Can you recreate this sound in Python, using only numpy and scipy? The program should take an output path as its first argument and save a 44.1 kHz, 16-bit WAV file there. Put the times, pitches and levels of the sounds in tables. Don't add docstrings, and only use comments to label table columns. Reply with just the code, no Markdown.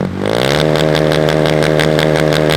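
import sys
import numpy as np
from scipy import signal
from scipy.fft import rfft, irfft
from scipy.io import wavfile
from scipy.ndimage import uniform_filter1d

SR = 44100
rng = np.random.default_rng(int(sys.argv[2]) if len(sys.argv) > 2 else 0)


def rack_gain(trim_db):
    fader = np.asarray(trim_db, float)
    return 10 ** (fader / 20)


def store_pcm(level_fs):
    pcm = np.round(np.clip(level_fs, -1, 1) * 32767).astype(np.int16)
    wavfile.write(sys.argv[1], SR, np.atleast_2d(pcm).T)


N = 112896

# [start_s, puff_db, crack_db, boom_db]
IDLE_FIRINGS = [(.0077, -4.5, -31.5, -8), (.0292, -4, -33, -10.5), (.0507, -6.5, -23, -10.5),
                (.0722, -18.5, -36, -16), (.094, -25.5, -53, -20)]
# [time_s, speed_hz (cycles per s)]
REV_SPEED = [(.11, 46.2), (.22, 48.9), (.29, 53), (.5, 70.1), (.56, 74.8), (.615, 78)]
# [time_s, puff_db, crack_db, boom_db, hum_db, rattle_db, puff_pitch (factor)]
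ENGINE_LOAD = [(0, -19, -50, -30, -37, -31, 0.78), (.11, -19, -55, -18.5, -25, -32, 0.45),
               (.19, -10.5, -33, -15.5, -30.5, -29.5, 0.6), (.26, -1.5, -23.5, -11.5, -27, -28, 0.81),
               (.34, 0.5, -16.5, -15, -30, -29.5, 0.86), (.45, 0, -12, -14.5, -23, -26, 0.88),
               (.55, -2, -13, -9, -17.5, -21.5, 0.85), (.63, -2, -13.5, -24, -18.5, -23, 0.88)]
# [start_s, fired (cycles), cut (cycles)]
LIMITER_ROUNDS = [(.6135, 1, 10), (.7566, 5, 10), (.9508, 4, 9), (1.1195, 4, 9), (1.2884, 4, 9),
                  (1.4574, 4, 9), (1.6266, 4, 9), (1.7957, 5, 10), (1.99, 4, 9), (2.1589, 4, 9),
                  (2.3279, 4, 9), (2.4974, 5, 10), (2.6916, 0, 0)]
ROUND_CRACK = [-10, -14, -12.5, -13.5, -14, -14.5, -12, -13.5, -15, -13.5, -12, -13.5]
# [freq_hz, level_db]
COLD_COLOUR = [(200, -60), (300, 1), (390, 0), (620, 1.5), (700, -8.5), (850, -20.5), (1100, -17),
               (2200, -43), (6000, -48)]
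# [freq_hz, level_db]
HOT_COLOUR = [(200, -47), (300, -4.5), (440, 2.5), (560, 6), (680, 5), (900, -8), (1300, -9), (2200, -17),
              (3000, -87), (6000, -92)]
# [pitch_hz, level_db, t60_s]
BOOM_TONES = [(146, -8, 0.1), (182.8, 1.5, 0.079)]
# [pitch_hz, level_db, t60_s]
PIPE_TONES = [(820, -16.5, 0.02), (1084, -20, 0.022), (1260, -35, 0.06), (1598, -23.5, 0.022),
              (2112, -23, 0.022)]
# [pitch_hz, level_db, t60_s]
THUMP_TONES = [(69, -17, 0.062)]
# [pitch_hz, width_hz, level_db]
METAL_RING = [(1586, 188, 1.5), (2064, 296, 1), (3490, 587, 1), (5410, 940, -10), (6590, 550, -14.5),
              (8610, 380, -11), (10650, 3200, -24.5), (14400, 2300, -33.5)]
# [multiple (of the cycle rate), level_db]
HUM_TONES = [(1, -10), (2, 1), (3, -6.5)]
# [time_s, level_db]
ODD_HUM_BOOST = [(.1, -13), (.3, 6), (.45, 0), (.6, 0.5)]
# [freq_hz, level_db]
RATTLE_COLOUR = [(30, -38), (100, -14.5), (500, -12), (800, -18), (1200, -19), (1650, -19), (2130, -24),
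                 (2660, -29), (3370, -28.5), (7690, -43.5), (8530, -40.5), (9730, -51), (13700, -52),
                 (16000, -66)]

REV_FROM_S, REV_CYCLES = .1118, 30
TOP_HZ, GAIN_HZ, SAG_HZ = 78.1, .6, .36
HOT_EARLY_S = .0026
COLD_DB, COLD_CRACK_DB, HOT_BOOM_DB = 0.5, -24.5, -17.5
HUM_LAG_TURNS, HUM_WAVER_DB = 0.05, 0.1
RATTLE_PULSE = 0.078
PUFF_SPREAD_DB, CRACK_SPREAD_DB, BOOM_SPREAD_DB, COLOUR_SPREAD_DB = 0.1, 1.5, 0.2, 2.5
PITCH_SPREAD = .007
FIRST_PUFF_DB, FIRST_TICK_DB, TICK_DB = 3.5, 3.5, 13.5
COLD_LEAN, HOT_LEAN = .2, 0.1
PIPE_LEAD_S, CRACK_LEAD_S = 0.001016, 0.00033
PIPE_RISE_S, BOOM_RISE_S = 0.00041, 0.0017
CRACK_RISE_S, CRACK_T60_S, TAIL_DB, TAIL_T60_S = 0.00083, 0.0058, -6, 0.015
SPIKY = 0.71
DULL_BELOW_DB, BRIGHT_ABOVE_DB = -51, -11.5
DULL_HZ, DULL_TREBLE = 2440, 0.6
MIC_HZ = 54
CEILING, KNEE = .97, 5.


def read(points, hz):
    f, value = np.transpose(points)
    return np.interp(np.log(hz + 1), np.log(f + 1), value)


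def evened(x):
    return x / np.sqrt(np.mean(x ** 2) + 1e-20)


def wander(count, length, span):
    return evened(uniform_filter1d(rng.standard_normal((count, length)), span, axis=1))


def load(t, axis):
    columns = np.transpose(ENGINE_LOAD)
    return np.interp(t, columns[0], columns[axis])


def add(mix, s, sound):
    part = mix[round(s * SR) + 1024:][:len(sound)]
    part += sound[:len(part)]


def resonate(x, hz, width):
    return signal.lfilter(*signal.iirpeak(min(hz, SR / 2.2), hz / width, SR), x)


def ring_down(modes, scale, t):
    return sum(rack_gain(db - 60 * t / t60) * np.sin(2 * np.pi * f * scale * t) for f, db, t60 in modes)


def cycles():
    t = np.linspace(REV_FROM_S, LIMITER_ROUNDS[0][0], 2000)
    turns = np.cumsum(np.interp(t, *np.transpose(REV_SPEED)))
    turns = (turns - turns[0]) / (turns[-1] - turns[0]) * REV_CYCLES
    arrivals = np.interp(range(REV_CYCLES), turns, t)
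    rows = [(s, 1, *[load(s, axis=k) for k in (1, 2, 3, 6)]) for s in arrivals]
    hot_db, pitch = ENGINE_LOAD[-1][1], ENGINE_LOAD[-1][-1]
    for (s, fired, cut), (end, _, _), crack_db in zip(LIMITER_ROUNDS, LIMITER_ROUNDS[1:], ROUND_CRACK):
        below_top = np.r_[GAIN_HZ * np.arange(fired)[::-1], SAG_HZ * np.arange(cut)]
        gaps = 1 / (TOP_HZ - below_top)
        at = s + (np.cumsum(gaps) - gaps) * (end - s) / gaps.sum()
        rows += [(a, 1, hot_db, crack_db, HOT_BOOM_DB, pitch) for a in at[:fired]]
        rows += [(a + HOT_EARLY_S, 0, COLD_DB, COLD_CRACK_DB, -99, 1) for a in at[fired:]]
    return rows


def crank(rows):
    at = np.array([s + fired * HOT_EARLY_S for s, fired, *_ in rows])
    return np.interp(np.arange(N) / SR, np.r_[at[0] - 1, at], np.r_[-REV_SPEED[0][1], np.arange(len(at))])


def hum(turns):
    t = np.arange(N) / SR
    waver = wander(len(HUM_TONES), N, 900)
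    odd_db = np.interp(t, *np.transpose(ODD_HUM_BOOST))
    tones = 0
    for (k, db), w in zip(HUM_TONES, waver):
        level = rack_gain(db + k % 2 * odd_db + HUM_WAVER_DB * w)
        tones = tones - level * np.cos(2 * np.pi * k * (turns + HUM_LAG_TURNS))
    return np.sqrt(2) * rack_gain(load(t, axis=4)) * tones


def rattle(turns):
    colour = rack_gain(read(RATTLE_COLOUR, np.fft.rfftfreq(N, 1 / SR)))
    noise = irfft(rfft(rng.standard_normal(N)) * colour, N)
    swell = 1 + RATTLE_PULSE * np.cos(2 * np.pi * turns)
    return rack_gain(load(np.arange(N) / SR, axis=5)) * evened(noise) * swell


def crackle(bright, dull, ticks):
    size = N + 1024
    grit = evened(rng.standard_normal(size) * np.exp(SPIKY * rng.standard_normal(size)))
    lowpassed = signal.lfilter(*signal.butter(2, DULL_HZ, fs=SR), dull * grit)
    soft = DULL_TREBLE * dull * grit + lowpassed
    colour_db = COLOUR_SPREAD_DB * wander(len(METAL_RING), size, 500)

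    def ring(x):
        return sum((-1) ** k * resonate(rack_gain(db + colour_db[k]) * x, f, w)
                   for k, (f, w, db) in enumerate(METAL_RING))

    return 2 * ring(bright * grit + soft + ticks) / ring(grit).std()


def exhaust(rows):
    puffs, bright, dull, ticks = np.zeros((4, N + 1024))
    t, hz = np.arange(4096) / SR, np.fft.rfftfreq(2048, 1 / SR)
    luck = rng.standard_normal((len(rows), 6))
    crack_decay = rack_gain(-60 * t / CRACK_T60_S) + rack_gain(TAIL_DB - 60 * t / TAIL_T60_S)
    burst = (1 - np.exp(-(t / CRACK_RISE_S) ** 2)) * crack_decay
    pipe_rise = 1 - np.exp(-(t / PIPE_RISE_S) ** 2)
    boom_rise = 1 - np.exp(-t / BOOM_RISE_S)
    before = 1
    for (s, fired, puff_db, crack_db, boom_db, pitch), (a, b, c, d, e, g) in zip(rows, luck):
        first, before = fired > before, fired
        lean = np.exp(1j * (HOT_LEAN if fired else COLD_LEAN))
        colour = HOT_COLOUR if fired else COLD_COLOUR
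        spectrum = rack_gain(read(colour, hz / (pitch * (1 + PITCH_SPREAD * a))))
        dip = np.roll(irfft(lean * spectrum), 300)
        size = rack_gain(puff_db + FIRST_PUFF_DB * first + PUFF_SPREAD_DB * b)
        add(puffs, s - 300 / SR, -size * dip / dip.max())

        detune = 1 + PITCH_SPREAD * e
        add(puffs, s - PIPE_LEAD_S, size * pipe_rise * ring_down(PIPE_TONES, detune, t))
        boom = rack_gain(boom_db + BOOM_SPREAD_DB * d)
        add(puffs, s, boom * boom_rise * ring_down(BOOM_TONES, detune, t))

        share = np.interp(crack_db, [DULL_BELOW_DB, BRIGHT_ABOVE_DB], [0, 1])
        crack = rack_gain(crack_db + CRACK_SPREAD_DB * c)
        thump = fired * share * rack_gain(BOOM_SPREAD_DB * g)
        add(puffs, s, thump * boom_rise * ring_down(THUMP_TONES, 0.8, t))
        add(bright, s - CRACK_LEAD_S, share * crack * burst)
        add(dull, s - CRACK_LEAD_S, (1 - share) * crack * burst)
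        tick = rack_gain([TICK_DB + FIRST_TICK_DB * first + CRACK_SPREAD_DB * g])
        add(ticks, s + CRACK_LEAD_S, share * crack * tick)
    return (puffs + crackle(bright, dull, ticks))[1024:]


def scene():
    rows = cycles()
    turns = crank(rows)
    idle_pitch = ENGINE_LOAD[0][-1]
    idle = [(s, 1, puff, crack, boom, idle_pitch) for s, puff, crack, boom in IDLE_FIRINGS]
    return (exhaust(idle + rows) + hum(turns) + rattle(turns))[None]


def top_cut(x):
    return signal.sosfilt(signal.butter(12, 16960, fs=SR, output="sos"), x)


def record(dry):
    x = signal.filtfilt(*signal.butter(2, MIC_HZ, "high", fs=SR), dry)
    mix = x / (1 + abs(x / CEILING) ** KNEE) ** (1 / KNEE)
    return top_cut(mix)


dry = scene()
out = record(dry)
store_pcm(out)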